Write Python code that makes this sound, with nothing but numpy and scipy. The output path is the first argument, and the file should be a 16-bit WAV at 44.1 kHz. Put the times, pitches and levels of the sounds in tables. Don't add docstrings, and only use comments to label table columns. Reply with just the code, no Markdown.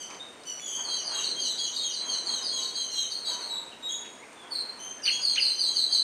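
import sys
import numpy as np
from scipy import signal
from scipy.fft import rfft, irfft
from scipy.io import wavfile

SR = 44100
rng = np.random.default_rng(int(sys.argv[2]) if len(sys.argv) > 2 else 0)


def boost(x):
    u = np.asarray(x, float) / 20
    return 10 ** u


def transcribe(signal):
    frames = np.atleast_2d(signal).T
    limited = np.clip(frames, -1, 1)
    pcm = np.round(limited * 32767).astype(np.int16)
    wavfile.write(sys.argv[1], SR, pcm)


N = 265903


def resonance(x, hz, width_hz):
    r = np.exp(-np.pi * width_hz / SR)
    feedback = [1, -2 * r * np.cos(2 * np.pi * hz / SR), r * r]
    return signal.lfilter([(1 - r * r) / 2, 0, (r * r - 1) / 2], feedback, x)


def butterworth(x, order, hz, kind="low"):
    return signal.sosfilt(signal.butter(order, hz, kind, fs=SR, output="sos"), x)


def drift(rate_hz):
    r = np.exp(-2 * np.pi * rate_hz / SR)
    slow = signal.lfilter([1], [1, -2 * r, r * r], rng.standard_normal(N + SR))[SR:]
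    return slow / slow.std()


def add(track, start_s, sound):
    at = round(start_s * SR)
    track[at:at + len(sound)] += sound[:N - at]


def swells(events, attack_s, fade_db_per_s, floor_db):
    t = np.arange(N) / SR
    power = boost(floor_db) ** 2
    for start_s, length_s, level_db in events:
        rise = np.clip((t - start_s) / attack_s, 0, 1)
        fading_s = np.maximum(t - start_s - attack_s - length_s, 0)
        power = power + (rise * boost(level_db - fade_db_per_s * fading_s)) ** 2
    return np.sqrt(power)


def garden(x, scatter_db, direct_db=-8):
    t = np.arange(SR) / SR
    near_t60_s, far_t60_s, far_db = 0.55, 1.0, -18
    decay = boost(-60 * t / near_t60_s) + boost(far_db - 60 * t / far_t60_s)
    clumps = boost(2.5 * drift(110)[:SR])
    onset = np.minimum(t / 0.0028, 1)
    scatter = rng.standard_normal(SR) * onset * decay * clumps
    scatter = signal.lfilter([1], [1, -0.25], scatter)
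    scatter /= np.sqrt(np.sum(scatter ** 2))
    return boost(direct_db) * x + boost(scatter_db) * signal.fftconvolve(x, scatter)[:N]


def whistle(pitch_hz, level_db, voice, bright_db):
    phase = 2 * np.pi * np.cumsum(pitch_hz) / SR
    sound = 0
    for multiple, db in voice:
        gain = boost(level_db + db + bright_db * np.log2(multiple))
        sound = sound + gain * np.sin(multiple * phase)
    return sound


def settle(notes, rest_hz, spread_hz):
    misses_hz = spread_hz * rng.standard_normal(30)
    return [(start_s, length_s, start_hz, rest_hz + miss_hz, level_db)
            for (start_s, length_s, start_hz, level_db), miss_hz in zip(notes, misses_hz)]


def chatter(notes, voice, bright, fall_shape, rise_shape=0.47, swell=0.63, hold=0, grow_db=0):
    out = np.zeros(N)
    unsteady = np.tile(1 + 0.005 * drift(70), 2)
    usual_bright_db, usual_level_db, loss_per_db = bright
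    for start_s, length_s, start_hz, end_hz, level_db in notes:
        u = np.linspace(0, 1, int(length_s * SR))
        moved = np.minimum(u / (1 - hold), 1)
        shape = fall_shape if end_hz < start_hz else rise_shape
        glide = np.sin(np.pi / 2 * moved ** shape) ** 2
        pitch_hz = (start_hz + (end_hz - start_hz) * glide) * unsteady[int(start_s * SR):][:len(u)]
        breath = np.abs(np.sin(np.pi * u ** swell)) ** 0.6
        bright_db = usual_bright_db - loss_per_db * (level_db - usual_level_db)
        contour_db = level_db + 3 + grow_db * (u - 0.5)
        add(out, start_s, breath * whistle(pitch_hz, contour_db, voice, bright_db))
    return out * boost(2.2 * drift(200))


# (pitch_hz, level_db per Hz)
TRAFFIC_COLOUR = [(15, -58), (25, -51), (69, -13), (246, -4.5), (648, -2.5), (997, -5.5), (2630, -9.5),
                  (3730, -13.5), (5010, -17), (6210, -15), (7710, -17.5), (8820, -46), (10400, -28.5),
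                  (15500, -41)]
# (start_s, length_s, level_db)
TRAFFIC_SURGES = [
    (.15, .05, -70),
    (.84, .05, -57),
    (1.15, .15, -51),
    (1.3, .03, -49.5),
    (2.02, 0.51, -53.5),
    (3.3, 0.028, -56.5),
    (4.52, .04, -61),
]


def traffic():
    hz = np.fft.rfftfreq(N, 1 / SR) + 1
    at_hz, db = np.transpose(TRAFFIC_COLOUR)
    colour = boost(np.interp(np.log(hz), np.log(at_hz), db))
    noise = irfft(rfft(rng.standard_normal(N)) * colour, N)
    low = butterworth(noise, 2, [170, 600], "band")
    steady = boost(-58.0) * (noise - low) / low.std()
    surge = swells(TRAFFIC_SURGES, attack_s=0.017, fade_db_per_s=42.5, floor_db=-54)
    return steady + surge * low / low.std()


# (pitch_hz, width_hz, level_db)
YARD_RING = [(658, 224, 3.5), (954, 290, 6.5), (1220, 1400, -4.5), (1500, 245, 0.5), (2000, 3800, -7.5)]
# (start_s, length_s, level_db)
BROOM_STROKES = [
    (.08, 0.036, -50.5),
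    (.77, 0.37, -49),
    (1.1, 0.067, -49),
    (2.0, 0.3, -48),
    (3.26, 0.13, -47.5),
    (4.42, 0.38, -51),
]


def broom():
    scrape = np.zeros(N)
    for hz, width_hz, db in YARD_RING:
        patches = boost(db + 2.84 * drift(9.1))
        scrape += patches * resonance(rng.standard_normal(N), hz, width_hz)
    scrape = butterworth(scrape, 4, 2800)
    stroke = swells(BROOM_STROKES, attack_s=0.023, fade_db_per_s=31, floor_db=-57)
    return stroke * scrape / scrape.std()


def insects():
    pitch_hz, width_hz, level_db = 8700, 800, -62.5
    band = resonance(rng.standard_normal(N), pitch_hz, width_hz)
    band = resonance(band, pitch_hz, width_hz)
    return boost(level_db + 1.1 * drift(6.4)) * band / band.std()


# (start_s, length_s, pitch_hz, level_db)
HOOTS = [
    (2.026, 0.078, 950, -57),
    (2.365, 0.34, 1052, -50.5),
    (2.758, 0.15, 1050, -60),
    (3.265, 0.11, 980, -51.5),
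    (3.398, 0.28, 939, -57),
    (3.775, .3, 944, -61),
]


def hoot():
    out = np.zeros(N)
    sag_hz_per_s = 38
    for start_s, length_s, hz, level_db in HOOTS:
        t = np.arange(0, length_s, 1 / SR)
        pitch_hz = hz - sag_hz_per_s * (t - length_s / 2)
        tone = whistle(pitch_hz, level_db - 0.5, [(1, 0)], bright_db=0)
        add(out, start_s, tone * signal.windows.tukey(len(t), 0.3))
    return garden(out, scatter_db=1.6)


# (start_s, peak_db, pitch_hz, width_hz, t60_s = time to die by 60 dB)
BOARD_TICKS = [(0.102, -34, 5400, 4000, 0.09), (.105, -38, 2320, 500, 0.062),
               (.145, -35, 4000, 4000, 0.039), (.148, -43, 2390, 500, .05), (.435, -34, 4540, 5000, 0.026),
               (.596, -47, 5030, 5000, .015), (.596, -32.5, 2160, 806, 0.013),
               (.762, -31, 8000, 3000, .015), (3.526, -40, 5600, 1500, 0.013),
               (4.048, -33.5, 2270, 1770, 0.2), (4.33, -37, 6040, 6060, 0.016),
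               (4.855, -61, 9940, 2000, 0.018), (4.895, -37, 8500, 4000, 0.017)]


def ticks():
    out, t = np.zeros(N), np.arange(3000) / SR
    for start_s, peak_db, hz, width_hz, t60_s in BOARD_TICKS:
        knock = rng.standard_normal(3000) * boost(-60 * t / t60_s)
        burst = resonance(resonance(knock, hz, width_hz), hz, width_hz)
        add(out, start_s, boost(peak_db) * burst / np.abs(burst).max())
    out = butterworth(out, 3, 9500)
    return garden(out, scatter_db=-10, direct_db=-3.0)


# (multiple of the pitch, level_db)
CLEAR_VOICE = [(1, 5.5), (2, -11.5), (3, -31.5)]
# (start_s, length_s, start_hz, end_hz, level_db)
STRAY_CALLS = [
    (.197, 0.049, 3670, 3788, -43),
    (.40, 0.031, 4470, 4300, -63),
    (.9, 0.094, 4650, 4450, -38),
    (1.12, 0.143, 2870, 2770, -50),
    (3.712, .036, 3150, 2600, -55),
    (4.19, .03, 2030, 2100, -57),
    (4.22, .035, 2150, 2600, -54),
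    (4.355, 0.15, 3580, 3240, -56.5),
    (4.98, .05, 1764, 1685, -57.5),
    (5.19, 0.045, 1520, 1504, -58),
]


def stray_calls():
    calls = chatter(STRAY_CALLS, CLEAR_VOICE, (-5, -51, 0.01), fall_shape=0.8, rise_shape=1.1)
    return garden(calls, scatter_db=-5, direct_db=-4)


# (multiple of the pitch, level_db)
HOARSE_THROAT = [(1, -1.5), (1.5, -7), (2, 1.5), (2.5, -12), (3, -16.5), (3.5, -26), (4, -26), (4.5, -55)]
# (start_s, length_s, start_hz, end_hz, level_db)
HOARSE_CALLS = [
    (.0, 0.033, 3187, 2920, -39.5),
    (.452, 0.085, 3022, 2893, -43),
    (.66, 0.13, 3104, 3090, -41),
    (2.903, 0.089, 2860, 2880, -50),
]


def low_bird_hoarse():
    calls = chatter(HOARSE_CALLS, HOARSE_THROAT, (0.45, -39.5, 0.58), fall_shape=0.93)
    return garden(calls, scatter_db=0.5)


# (start_s, length_s, start_hz, level_db)
FLAT_NOTES = [
    (1.14, 0.091, 3887, -37.5),
    (1.45, .07, 3944, -35),
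    (1.725, 0.089, 3790, -38),
    (2.305, 0.1, 3830, -42.5),
    (2.57, 0.068, 3925, -35.5),
    (2.975, 0.029, 3840, -36),
    (3.275, 0.035, 3940, -35.5),
    (3.495, 0.075, 3907, -34),
    (3.825, 0.092, 3786, -38),
]


def flat_bird():
    notes = settle(FLAT_NOTES, rest_hz=3570, spread_hz=46)
    return garden(chatter(notes, CLEAR_VOICE, (4.5, -36, 0.01), fall_shape=4.3), scatter_db=-2.5)


# (time_s after its start, pitch_hz, level_db)
WARBLE_SHAPE = [
    (0, 4700, -28),
    (.006, 4350, -7),
    (.020, 2250, -11),
    (.027, 3100, 1),
    (.034, 2900, 1),
    (.044, 2620, -4),
    (.048, 1950, -14),
    (.053, 2750, -8),
    (.074, 2780, -20),
]
# (start_s, level_db)
WARBLE_STARTS = [
    (5.051, -20.5),
    (5.353, -19),
]
# (multiple of the pitch, level_db)
WARBLE_TONES = [(.7, -27), (1, -2)]
# (multiple of the pitch, level_db)
WARBLE_RASP = [(0.541, -3.5), (.8, -8), (1.22, -7), (1.45, -12)]


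def warbler():
    out = np.zeros(N)
    time_s, hz, db = np.transpose(WARBLE_SHAPE)
    t = np.arange(0, time_s[-1], 1 / SR)
    pitch_hz, shape_db = np.interp(t, time_s, hz), np.interp(t, time_s, db)
    rasp_t60_s = 0.079
    voice = WARBLE_TONES + [(multiple, db - 60 * t / rasp_t60_s) for multiple, db in WARBLE_RASP]
    for start_s, level_db in WARBLE_STARTS:
        add(out, start_s, whistle(pitch_hz, level_db + shape_db, voice, bright_db=0))
    out = out * boost(2.5 * drift(400))
    return garden(out, scatter_db=-7, direct_db=0)


# (multiple of the pitch, level_db)
LOW_THROAT = [(1, -5.5), (2, 0), (3, -20.5), (4, -32.5)]
# (start_s, length_s, start_hz, level_db)
LOW_SERIES = [(1.11, 0.13, 3252, -34), (1.355, 0.12, 3210, -34), (1.58, .11, 3325, -31.5),
              (1.81, .11, 3268, -34), (2.04, 0.12, 3238, -36.5), (2.27, 0.13, 3250, -38),
              (2.51, 0.11, 3290, -36.5), (3.255, 0.092, 3270, -40.5), (5.285, 0.085, 3255, -41),
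              (5.48, 0.13, 3120, -44.5), (5.66, 0.1, 3260, -39.5), (5.87, .12, 3218, -41.5)]
# (start_s,
# length_s, start_hz, end_hz, level_db)
LOW_SINGLES = [(0.599, 0.14, 3400, 3195, -40.5), (0.716, 0.085, 3187, 3266, -34.5),
               (.875, .15, 3218, 2920, -37), (1.137, 0.1, 3580, 3380, -64), (1.411, .089, 3240, 3390, -52),
               (2.245, 0.024, 3700, 3500, -56), (2.74, .13, 3243, 3034, -36.5),
               (2.943, .11, 3210, 3050, -34), (3.889, 0.055, 3265, 3377, -30.5),
               (4.788, 0.1184, 3026, 3155, -39.5), (5.02, 0.083, 2740, 3097, -40),
               (5.115, 0.036, 3293, 3268, -29)]


def low_bird():
    notes = settle(LOW_SERIES, rest_hz=2943, spread_hz=12) + LOW_SINGLES
    calls = chatter(notes, LOW_THROAT, (1.34, -41, 0.41), fall_shape=2.0, hold=0.1196, grow_db=-1.5)
    return garden(calls, scatter_db=1.43)


# (multiple of the pitch, level_db)
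HIGH_THROAT = [(1, 0.5), (2, -17), (3, -37)]
# (start_s, length_s, start_hz, level_db)
HIGH_SERIES = [(.825, 0.11, 4640, -34.5), (1.035, 0.096, 4970, -33.5), (1.225, 0.064, 4620, -29),
               (1.39, 0.091, 4790, -31.5), (1.575, 0.041, 4850, -29.5), (1.745, 0.054, 4780, -30.5),
               (1.915, 0.074, 4830, -31.5), (2.08, .09, 4615, -31), (2.25, 0.063, 4696, -28.5),
               (2.42, 0.099, 5015, -30), (2.74, 0.046, 4730, -29), (2.915, 0.053, 4250, -28)]
# (start_s, length_s, start_hz, end_hz, level_db)
HIGH_SINGLES = [(2.61, 0.045, 4680, 4250, -31.5), (3.10, 0.059, 4686, 4210, -32.5),
                (3.225, 0.042, 4350, 3900, -33), (3.255, 0.036, 4780, 4264, -30),
                (3.405, 0.048, 4520, 4144, -33.5), (4.505, 0.046, 4610, 4333, -32),
                (4.548, 0.02, 4190, 4160, -24), (5.03, 0.067, 4820, 4220, -26.5),
                (5.21, .095, 4900, 4156, -24.5), (5.39, 0.086, 4970, 4107, -23),
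                (5.578, 0.099, 4880, 3980, -24.5), (5.745, 0.076, 4694, 3973, -22.5),
                (5.908, 0.059, 4800, 3994, -20.5)]


def high_bird():
    bright = (2.3, -27.5, 0.31)
    notes = settle(HIGH_SERIES, rest_hz=4038, spread_hz=46.5)
    series = chatter(notes, HIGH_THROAT, bright, fall_shape=0.9, swell=1.0, hold=0.1766, grow_db=0.5)
    series = butterworth(series, 4, 11500)
    singles = chatter(HIGH_SINGLES, HIGH_THROAT, bright, fall_shape=0.8, swell=0.85, hold=0.101, grow_db=5.5)
    return garden(series + singles, scatter_db=-0.87)


def scene():
    background = traffic() + broom() + insects() + hoot()
    board = ticks()
    flock = stray_calls() + low_bird_hoarse() + flat_bird() + warbler() + low_bird() + high_bird()
    return (background + board + flock)[None]


def low_pass(x):
    return signal.sosfilt(signal.butter(12, 15660, fs=SR, output="sos"), x)


def record(dry):
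    return low_pass(dry)


dry = scene()
out = record(dry)
transcribe(out)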